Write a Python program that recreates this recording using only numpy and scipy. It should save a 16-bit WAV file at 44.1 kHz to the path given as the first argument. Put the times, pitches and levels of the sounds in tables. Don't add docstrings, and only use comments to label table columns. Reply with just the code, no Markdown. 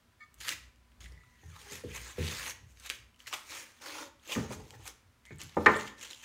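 import sys
import numpy as np
from scipy import signal
from scipy.fft import rfft, irfft, next_fast_len
from scipy.io import wavfile
from scipy.ndimage import uniform_filter1d, map_coordinates

SR = 44100
rng = np.random.default_rng(int(sys.argv[2]) if len(sys.argv) > 2 else 0)


def natural_amplitude(level_db):
    exponent = np.asarray(level_db, float) / 20
    return 10 ** exponent


def wav_record(signal):
    frames = np.transpose(np.atleast_2d(signal))
    bounded = np.clip(frames, -1, 1)
    quanta = np.round(bounded * 32767).astype(np.int16)
    wavfile.write(sys.argv[1], SR, quanta)


N = 275184
T = np.arange(N) / SR
TOP_HZ = 15900


def unit(x):
    return x / np.sqrt(np.mean(x ** 2) + 1e-20)


def along(points, hz):
    f, v = np.transpose(points)
    return np.interp(np.log(hz + 1), np.log(f + 1), v)


def wobble(rate):
    knots = rng.standard_normal(int(N * rate / SR) + 4)
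    return map_coordinates(knots, [T * rate])


def filtered(x, response):
    m = next_fast_len(len(x) + 8192)
    return irfft(rfft(x, m) * response(np.fft.rfftfreq(m, 1 / SR)), m)[:len(x)]


def coloured(x, points):
    return unit(filtered(x, lambda hz: natural_amplitude(along(points, hz))))


def resonant(x, peaks):
    def body(f):
        total = 0
        for k, (centre, width, db) in enumerate(peaks):
            damping = 1j * f * width
            total = total + (-1) ** k * natural_amplitude(db) * damping / (centre * centre - f * f + damping)
        return total
    return unit(filtered(x, body))


def band(x, lo_hz, hi_hz):
    return signal.sosfilt(signal.butter(2, [lo_hz, hi_hz], "band", fs=SR, output="sos"), x)


def strokes(rows):
    power, t = 0, T[::44]
    for s, rise, hold, fall, db in rows:
        before = (s - t) / max(rise, 1e-3)
        after = (t - s - abs(hold)) / max(fall, 1e-3)
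        away = np.clip(np.maximum(before, after), 0, 8)
        power = power + natural_amplitude(db - 15 * away) ** 2
    return np.interp(T, t, np.sqrt(power))


def slips(spread_db, clump_db):
    size_db = spread_db * np.minimum(rng.exponential(size=N), 3.5)
    size_db = size_db + clump_db * (wobble(250) + wobble(60) / 2)
    z = signal.stft(rng.standard_normal(N) * natural_amplitude(size_db), nperseg=256)[2]
    patches = uniform_filter1d(rng.standard_normal(z.shape), size=3, axis=0)
    patches = uniform_filter1d(patches, size=5, axis=1)
    zones = uniform_filter1d(patches, size=7, axis=0)
    zones = uniform_filter1d(zones, size=30, axis=1)
    return signal.istft(z * natural_amplitude(2.3 * unit(patches) + 1.3 * unit(zones)), nperseg=256)[1][:N]


def ring(modes, t, attack, blur, favoured_hz=None):
    hz, db, t60 = np.transpose(modes)[..., None]
    luck = rng.standard_normal((len(modes), len(t) // 50))
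    wander = np.cumsum(np.repeat(luck, 50, axis=1), axis=1)
    tones = np.sin(2 * np.pi * hz * t + blur * np.sqrt(hz) / SR * wander)
    if favoured_hz:
        db = db - 9 * np.log2(hz / favoured_hz) ** 2
    dying = natural_amplitude(db + 2 * luck[:, :1]) * np.exp(-np.log(1000) * t / t60)
    return np.sum(dying * tones, 0) * (1 - np.exp(-(t / attack) ** 2))


# (t/s, level/dB)
MOTOR = [(0.0, -71), (0.2, -73), (0.4, -58), (0.73, -71), (1.03, -55.5), (1.2, -71), (1.77, -66),
         (1.94, -52), (2.17, -60.5), (2.4, -58.5), (2.92, -65), (3.13, -72.5), (3.6, -91), (4.3, -85),
         (4.57, -55), (5.15, -76.5), (5.85, -64), (6.24, -72)]
# (f/Hz, width/Hz, level/dB)
HUMS = [(240, 4.6, -78), (993, 3.3, -84)]
# (f/Hz, level/dB per Hz)
AIR = [(15, -63), (25, -0.5), (40, -17.5), (63, -6), (170, -20), (190, -17), (236, -21.5), (270, -21.5),
       (405, -25), (988, -27), (1070, -24.5), (1290, -24.5), (1520, -25.5), (2280, -28), (16000, -43)]


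def background():
    first_db = np.interp(T, *np.transpose(MOTOR))
    second_db = -73 + 0.69 * (first_db - first_db.mean())
    noise = rng.standard_normal((3, N))
    motor = natural_amplitude(first_db + 4.0 * wobble(6.9)) * resonant(noise[0], [(59.9, 2.5, 8), (70.6, 6.6, -23.0)])
    motor += natural_amplitude(second_db + 6.5 * wobble(9.4)) * resonant(noise[1], [(92.4, 3.8, 1.5), (115.7, 9.4, -0.5)])
    whines = 0
    for hz, width, db in HUMS:
        whines = whines + natural_amplitude(db) * resonant(rng.standard_normal(N), [(hz, width, 0)])
    return motor + whines + natural_amplitude(-68 + wobble(4.62) / 2) * coloured(noise[2], AIR)


# (full t/s, rise t/s, hold t/s, fall t/s, level/dB)
RUBS = [
    (0.209, 0.0099, 0.03, 0.019, -55),
]
# (f/Hz, width/Hz, level/dB)
RUBBED = [(1230, 14, 0), (1790, 35, -1.5), (2230, 13, 1), (3490, 60, -17.5), (4230, 60, -19),
          (4860, 55, -23), (6250, 60, -23), (7260, 60, -22)]
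# (full t/s, rise t/s, hold t/s, fall t/s, level/dB)
SCRAPES = [(1.05, 0.0079, .002, 0.022, -55), (1.116, .01, 0.29, .05, -69.5), (1.12, .01, 0.013, 0.025, -67),
           (1.175, .015, .005, .015, -60), (1.21, 0.012, 0.0089, .01, -59),
           (1.355, 0.025, 0.01, 0.011, -66), (1.432, .012, 0.0019, 0.089, -63.5),
           (1.565, 0.12, 0.0064, 0.012, -59.5), (1.77, .02, 0.048, 0.032, -59.5),
           (5.27, 0.021, 0.019, 0.027, -55.5), (5.4, .01, 0.0024, 0.0087, -71)]
# (t/s, f/Hz)
SLIDE = [
    (1.05, 2030),
    (1.12, 1980),
    (1.4, 1875),
    (1.49, 1794),
    (1.51, 1450),
    (1.58, 900),
    (1.68, 1793),
    (1.9, 1780),
    (5.25, 2070),
    (5.4, 2300),
]
# (full t/s, rise t/s, hold t/s, fall t/s, level/dB)
ROCKING = [
    (1.715, 0.16, .015, 0.044, -36.5),
    (4.45, .03, 0.029, .02, -63),
    (4.507, 0.0033, 0.011, 0.047, -40),
    (4.61, .04, 0.018, .06, -46.5),
    (4.69, .03, .01, .02, -53.5),
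    (4.74, 0.05, 0.012, 0.025, -30),
    (4.805, 0.018, 0.014, .03, -44),
    (4.89, 0.047, 0.0066, 0.021, -40),
]
# (f/Hz, width/Hz, level/dB)
ROCKED = [(410, 11, 11), (454, 54, -1), (574, 33, -34), (844, 58, 1)]


def rubs():
    chatter = slips(spread_db=2.5, clump_db=2.5)
    squeak = strokes(RUBS) * resonant(chatter, RUBBED)
    rock = strokes(ROCKING) * natural_amplitude(-24) * resonant(chatter, ROCKED)
    pitch_hz = np.interp(T, *np.transpose(SLIDE)) * (1 + 0.02 * wobble(9.9))
    waver = unit(1.1 + unit(band(rng.standard_normal(N), 48, 210)))
    scrape = strokes(SCRAPES) * waver * np.sin(2 * np.pi * np.cumsum(pitch_hz) / SR)
    return squeak + rock + scrape


# (f/Hz, t60/s)
GARAGE = [(100, 0.64), (500, 0.46), (2000, 0.45), (6000, 0.37), (14000, 0.26)]


def garage(x):
    hz, t, z = signal.stft(rng.standard_normal(SR // 2 + SR // 4), SR, nperseg=256)
    tail = signal.istft(z * natural_amplitude(-60 * t / along(GARAGE, hz)[:, None]), SR, nperseg=256)[1]
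    return signal.fftconvolve(np.pad(x, (150, 0)), tail / np.linalg.norm(tail))[:N]


# (t/s, peak level/dB, paper pitch
# f/Hz, crispness level/dB)
SNAPS = [(0.3426, -39, 7990, -3), (0.404, -34, 4000, 2), (0.4124, -36, 3510, 0), (0.4838, -16, 1500, 2),
         (0.4912, -14, 2900, 3), (0.7597, -55, 3570, -4), (0.9188, -54, 1900, -8), (1.0061, -42, 2900, 0),
         (1.0425, -40, 2200, -2), (1.0594, -40, 1890, -6), (2.2687, -26, 2810, -4),
         (2.7726, -45, 2300, -10), (2.799, -37, 4540, -3), (2.8944, -26, 4000, -4), (2.9003, -15, 2400, -2),
         (2.9074, -26, 2470, -7), (3.1944, -50, 4500, -4), (3.2031, -48, 2600, -10),
         (3.2705, -31, 2600, -4), (3.3278, -23, 2200, -8), (3.3405, -22, 1300, -4), (4.7067, -33, 3000, -1),
         (4.8778, -24, 5200, -6),
         (5.2535, -41, 2600, -4), (5.3597, -47, 7430, -16), (5.4011, -38, 3800, 2), (5.4161, -25, 3400, -6),
         (5.4949, -39, 2700, -4), (5.5253, -47, 2170, -6), (5.7654, -28, 3400, 0), (5.8805, -36, 3000, -2),
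         (6.0117, -36, 2910, 2), (6.0482, -32, 2940, 0), (6.1045, -34, 3200, -2), (6.2277, -40, 4900, -3)]
# (t/s, peak level/dB, paper pitch f/Hz, crispness level/dB)
CRACKLES = [(1.014, -46, 3270, -14), (1.03, -51, 3470, -8), (1.048, -50.5, 3100, -8),
            (1.062, -46, 1990, -6), (1.122, -48, 5000, -6), (1.236, -53, 1270, -12), (1.6794, -57, 2820, 8),
            (1.722, -32.5, 6300, 0), (1.9613, -32.5, 6330, -4), (2.3, -45, 6400, -2),
            (2.498, -26.5, 5750, -2), (3.1442, -56, 2870, -4), (3.1612, -51, 2880, 10),
            (3.2031, -45, 2940, -11), (3.2774, -36, 2740, -5), (3.312, -47, 900, -6), (3.47, -44, 6780, -4),
            (4.1968, -55, 3220, -3), (4.2517, -59, 2600, -5), (4.2762, -39, 6700, -4),
            (4.2976, -44, 2480, -4), (4.8553, -39, 6700, -6), (4.8633, -38.5, 2230, 4),
            (4.8915, -46, 6560, -2), (5.264, -50, 8700, -8), (5.3849, -41.5, 8000, -8),
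            (5.435, -36, 10500, -11), (5.575, -52, 12500, -6), (5.6269, -52, 8500, -1),
            (5.634, -46, 13000, -6), (5.722, -42, 12500, -4), (5.745, -34, 3360, -1),
            (5.772, -33.5, 8650, -3), (5.797, -43, 8040, -2), (5.9741, -56, 2880, 0),
            (5.9846, -49, 3870, 3), (6.019, -50, 3420, 1), (6.082, -49, 9000, -6),
            (6.1093, -33, 3700, -10.5), (6.132, -35.5, 3100, -6), (6.147, -41, 3320, -9.5),
            (6.1815, -51, 8050, -2), (3.335, -29, 2950, 6), (3.3375, -28, 3370, -11),
            (3.367, -41, 2100, -6), (3.262, -43, 1860, -6), (2.1813, -44, 1350, 0), (4.322, -33, 2400, -3),
            (4.331, -37, 2450, -6), (4.32, -31, 3530, -5), (4.352, -30, 2050, -6)]


def snaps(rows, ring_db):
    out, t = np.zeros(N + SR), np.arange(2500) / SR
    for s, db, paper_hz, crisp_db in rows:
        decay = 0.14 * natural_amplitude(-60 * t / 0.014) + 0.09 * natural_amplitude(-60 * t / 0.045)
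        burst = rng.standard_normal(len(t)) * decay
        burst[0] = 2.5
        snap = band(burst, paper_hz * 0.72, min(paper_hz * 2.13, TOP_HZ))
        snap += natural_amplitude(-7 + crisp_db) * band(burst, 2100, 9800)
        if paper_hz < 6000:
            snap += natural_amplitude(-10 - 8 * np.log2(paper_hz / 2000)) * band(burst, 1560, 4000)
        snap += natural_amplitude(ring_db) * band(burst, paper_hz * 0.935, paper_hz * 1.137)
        out[round(s * SR):][:len(t)] += natural_amplitude(db) * snap / np.abs(snap).max()
    bounce_s, bounce_gain = 0.000196, 0.19
    return filtered(out[:N], lambda hz: 0.89 * (1 - bounce_gain * np.exp(-2j * np.pi * hz * bounce_s)))


# (full t/s, rise t/s, hold t/s, fall t/s, level/dB). Fingers pick at a tape end
LIFTS = [(0.406, 0.0024, 0.097, 0.037, -48), (0.48, 0.034, 0.052, 0.018, -42),
         (0.55, .01, 0.001, 0.088, -54.5), (1.006, 0.0026, 0.021, 0.082, -59),
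         (1.03, 0.017, 0.001, 0.22, -67), (1.3, 0.12, .13, .1, -93), (1.618, 0.26, 0.0049, 0.02, -60.5),
         (2.797, 0.023, .005, .02, -69), (2.862, 0.061, 0.01, 0.011, -48),
         (2.91, 0.028, .002, 0.059, -45.5), (3.195, 0.01, 0.0087, 0.16, -64),
         (3.271, 0.003, 0.015, 0.022, -47.5)]
PULLS = [(1.725, 0.06, 0.026, 0.074, -48.5), (1.66, .12, .03, .03, -59.5),
         (1.963, 0.043, 0.0092, 0.025, -45.5), (1.99, 0.15, 0.12, 0.04, -52.5),
         (2.2, 0.032, 0.062, 0.069, -51), (2.268, 0.096, 0.24, 0.022, -44.5),
         (3.336, 0.016, 0.0059, 0.019, -39.5), (3.36, .01, .002, 0.08, -49.5),
         (3.512, 0.045, 0.057, 0.13, -47.5), (3.6, .03, 0.031, 0.023, -55.5),
         (4.328, 0.045, 0.0014, 0.045, -37.5), (4.6, 0.11, 0.13, 0.036, -66),
         (4.745, .02, 0.0088, 0.02, -66)]
HAULS = [
    (3.814, 0.0044, 0.02, 0.037, -56),
    (3.86, 0.046, 0.17, 0.04, -50),
    (4.05, 0.03, 0.03, 0.013, -60),
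    (4.38, 0.057, 0.064, 0.068, -57),
    (4.53, 0.045, 0.0023, 0.038, -50),
    (4.8, 0.035, 0.11, 0.035, -66.5),
    (5.59, 0.093, 0.09, 0.064, -60.5),
]
FLICKS = [
    (0.394, 0.027, 0.0064, 0.012, -72),
    (2.495, 0.024, 0.0083, 0.014, -61),
    (2.71, 0.079, 0.0089, 0.024, -74),
    (4.876, 0.025, 0.0029, 0.017, -53),
    (4.89, .02, 0.012, 0.0094, -60),
]
CRUMPLES = [
    (5.253, 0.0024, 0.0083, 0.019, -63),
    (5.3, 0.035, 0.02, 0.14, -70),
    (5.402, 0.013, 0.01, 0.075, -49),
    (5.715, 0.021, 0.099, 0.09, -52.5),
    (5.88, 0.11, 0.012, 0.023, -57.5),
    (5.98, 0.0089, 0.038, .02, -59.5),
    (6.013, 0.0051, 0.044, 0.066, -51.5),
    (6.08, 0.022, 0.026, .02, -63),
    (6.105, 0.0036, 0.0023, 0.11, -51.5),
    (6.235, 0.015, 0.014, 0.069, -53),
]
# (strokes, pitch ratio of the free paper, sizzle level/dB, frame drone level/dB, grit 0-1)
HANDLING = [
    (LIFTS, 0.98, 0.33, -6.5, 0.13),
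    (PULLS, 1, 0.33, 0, 0.017),
    (HAULS, 0.99, -0.17, 5, 0.019),
    (FLICKS, 1, 8.1, -1.2, 0.1),
    (CRUMPLES, 1.16, -2, -2, 0.35),
]
# (f/Hz, level/dB per Hz)
TAPE = [(760, -50), (1300, 1), (1880, 5), (2070, 3.5), (2240, 5.5), (2880, 2.5), (4830, -2.5), (6500, -4.5),
        (8450, -74), (14300, -120)]
# (f/Hz, level/dB per Hz)
SIZZLE = [(2650, -18), (4500, -19), (4820, -24.5), (6520, -2.5), (8370, -8), (9610, -8.5), (10200, -12.5),
          (15600, -15), (16400, -53)]
# (f/Hz, width/Hz, level/dB)
DRONE = [(306, 68, -6), (392, 40, 0), (515, 94, -2), (900, 110, 2.5), (1080, 128, 0.5), (1450, 127, 4.5)]


def peel():
    even, out = slips(spread_db=4.5, clump_db=1), 0
    clumps = np.abs(uniform_filter1d(unit(even) ** 2, size=90)) + 1e-3
    drone = resonant(even, DRONE)
    for rows, ratio, sizzle_db, drone_db, grit in HANDLING:
        glue = even * clumps ** grit
        sizzle = coloured(glue, SIZZLE)
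        rasp = coloured(glue, np.multiply(TAPE, [ratio, 1]))
        pull = uniform_filter1d(strokes(rows), size=120)
        out = out + pull * (rasp + natural_amplitude(sizzle_db - 4) * sizzle + natural_amplitude(drone_db - 5.5) * drone)
    return out


# (t/s, level/dB, pitch of that board f/Hz, ring length ratio)
NUDGES = [(1.118, -64, 425, 0.37), (1.433, -57, 430, 0.5), (1.435, -59, 860, .25), (1.456, -64, 430, .35),
          (2.182, -49, 520, .3), (2.9, -51.5, 420, 0.37), (3.329, -31.5, 1115, 0.24),
          (3.337, -31, 1090, 0.32), (4.274, -57, 320, 0.44), (4.295, -46, 523, 0.44),
          (4.506, -38, 504, 0.57), (4.506, -40.5, 900, 0.7), (4.55, -48, 442, 0.44),
          (4.595, -52, 407, 0.87), (4.599, -52, 830, 0.6), (4.665, -54, 385, .35), (4.707, -56, 790, 0.65),
          (4.73, -57, 774, .35), (4.735, -57, 483, .4), (4.795, -56.5, 375, 0.54), (4.805, -59, 820, 0.45),
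          (4.856, -45.5, 993, 0.43), (4.877, -41.5, 1200, 0.14), (4.885, -55, 402, 0.3),
          (5.308, -50, 2200, 0.47), (5.308, -48, 377, 0.43), (5.309, -72, 960, .5), (5.322, -50, 320, 0.3),
          (5.44, -64, 334, 0.42), (5.493, -60.5, 795, 0.21), (5.568, -30, 337, 1), (5.569, -32, 1100, 0.54),
          (5.57, -52, 2200, 0.36), (5.599, -41, 334, .9), (5.664, -26, 430, 0.99), (5.666, -23, 1320, .5),
          (5.666, -36.5, 2200, 0.5), (5.69, -23, 485, 0.41), (5.71, -42, 2200, .5), (5.76, -33, 526, 0.71),
          (5.5685, -27, 705, 0.49), (5.574, -27.5, 560, .7), (5.58, -41, 820, 0.97),
          (5.57, -44, 1830, 0.76), (5.667, -16, 1790, .5), (5.68, -25, 1790, 0.2), (4.4, -42, 560, 0.73),
          (4.43, -46, 440, .8), (4.445, -50, 850, 0.43), (5.671, -20, 1110, .4), (5.697, -27, 1810, 0.35),
          (5.713, -39, 1810, 0.34)]
# (f/Hz, t60/s)
BOARDS = [(334, 0.43), (385, 0.094), (436, 0.21), (522, 0.12), (576, 0.14), (690, 0.044), (800, 0.31),
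          (877, 0.12), (985, 0.091), (1120, 0.087), (1222, 0.11), (1389, 0.17), (1620, 0.034),
          (1780, 0.077), (1850, 0.084), (2110, 0.08), (2240, 0.16), (2406, 0.12)]


def nudges():
    out, t = np.zeros(N + SR), np.arange(8000) / SR
    hz, t60 = np.transpose(BOARDS)
    fade = np.cos(np.pi / 2 * t / t[-1])
    for s, db, board_hz, length in NUDGES:
        mode_db = -90 * np.log2(hz / board_hz) ** 2
        modes = np.transpose([hz, mode_db, t60 * max(length, 0.05)])
        touch = ring(modes[mode_db > -35], t, attack=0.001, blur=7)
        out[round(s * SR) - 20:][:len(t)] += natural_amplitude(db) * touch * fade
    return out[:N]


# (t/s, frame level/dB, bench level/dB, panel level/dB, click level/dB)
TAPS = [(1.12, -64, 10, -16, -22), (1.434, -61.5, 11.5, -20.5, -23), (1.46, -63, 13.5, -15, -2),
        (1.563, -72.5, -11, 14, -11), (1.838, -32, -11, -39, -33), (2.182, -29.5, -2.5, -37, -23),
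        (2.206, -33, -21, -32, -30), (2.617, -61.5, 5, -30, -30), (4.505, -36.5, -19, -30, -23),
        (4.565, -51, 3.5, -39, -33), (4.739, -54, -15, -22, 2)]
# (t/s, frame level/dB, bench level/dB, panel level/dB, click level/dB)
KNOCKS = [(1.14, -67, -20, -8, -18), (1.717, -42, -13, -34, -27), (4.288, -49, -25, -11, -18),
          (4.361, -22.5, -13, -16.5, -20.5), (4.378, -25, -13, -25, -19), (5.308, -44, -2, -14, -7.5),
          (5.428, -48.5, -4.5, -30, -13), (5.569, -20, -21, -13.5, -25), (5.6616, -17.5, -26, -2.5, 2.5),
          (5.665, -20.5, -17.5, -7, 6), (5.691, -26.5, -12.5, -1, -32.5)]
# (f/Hz, level/dB, t60/s)
FRAME = [(209.6, -1, 0.25), (229.3, 1, 0.15), (278.8, -2, 0.17), (332.8, -11, 0.24), (392.3, 1.5, 0.13),
         (436, 0, 0.14), (488.5, -1, 0.1), (547, -12, 0.25), (640, -23, 0.035)]
# (f/Hz, level/dB, t60/s)
BENCH = [(63, -13, 0.41), (88.4, 6, 0.26), (123, 10.5, 0.13), (157.6, -7.5, 0.46)]
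# (f/Hz, level/dB, t60/s)
PANEL = [(815, 20.5, 0.013), (892, 5, 0.26), (1021, 10, 0.073), (1199, 17, 0.041), (1220, -21, 0.31),
         (1350, -1.5, 0.34)]
# (f/Hz, level/dB, t60/s)
CLICK = [(1556, -5, .07), (1647, -7, .06), (1778, 2, .13), (1843, -2, .09), (1920, -8, .05),
         (2050, -7, .08), (2240, -7, .08), (2600, -8, .025), (3100, -9, .02)]


def knocks():
    out, t = np.zeros(N + SR), np.arange(13000) / SR
    for rows, base_hz, db_per_octave in ((TAPS, 324, 85), (KNOCKS, 193, 20)):
        for s, db, bench_db, panel_db, click_db in rows:
            favoured_hz = base_hz * 2 ** (-bench_db / db_per_octave)
            hit = natural_amplitude(-7.5) * ring(FRAME, t, attack=0.0023, blur=14, favoured_hz=favoured_hz)
            hit += natural_amplitude(bench_db + 0.5) * ring(BENCH, t, attack=0.016, blur=7)
            hit += natural_amplitude(panel_db - 9) * ring(PANEL, t, attack=0.0015, blur=18)
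            hit += natural_amplitude(click_db - 4) * ring(CLICK, t, attack=0.00016, blur=14)
            crack = band(rng.standard_normal(len(t)), 2000, 6300)
            hit += natural_amplitude(click_db - 10.5 - 60 * t / 0.025) * crack
            out[round(s * SR) - 40:][:len(t)] += natural_amplitude(db) * hit
    return out[:N]


# (full t/s, rise t/s, hold t/s, fall t/s, level/dB)
TWANGS = [
    (3.862, .015, .135, .01, -56),
    (3.885, .01, .012, .015, -57),
    (4.008, .01, .075, .02, -53),
    (3.52, .02, .11, .03, -63),
]
# (f/Hz, width/Hz, level/dB)
TAUT = [(310, 50, 0), (571, 45, -1), (969, 110, -3)]


def twang():
    shaken = resonant(rng.standard_normal(N), TAUT)
    return strokes(TWANGS) * resonant(shaken, TAUT)


def scene():
    room = background()
    tape = rubs() + peel()
    ticks = snaps(SNAPS, ring_db=-11)
    wood = knocks()
    small = nudges() + snaps(CRACKLES, ring_db=16.5) + twang()
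    echo = garage(natural_amplitude(-9.5) * tape + natural_amplitude(-10.5) * ticks + natural_amplitude(-7.5) * wood)
    echo = echo + garage(natural_amplitude(-9) * small)
    return (room + tape + ticks + wood + small + echo)[None]


def roll_off(x):
    return signal.sosfilt(signal.butter(12, 16510, fs=SR, output="sos"), x)


def record(dry):
    def microphone(hz):
        no_bass = 1 / np.sqrt(1 + (45 / (hz + 1)) ** 6)
        return (hz < TOP_HZ) * no_bass + natural_amplitude(-19) * (hz >= TOP_HZ)
    heard = filtered(dry[0], microphone)[None]
    return roll_off(heard)


dry = scene()
out = record(dry)
wav_record(out)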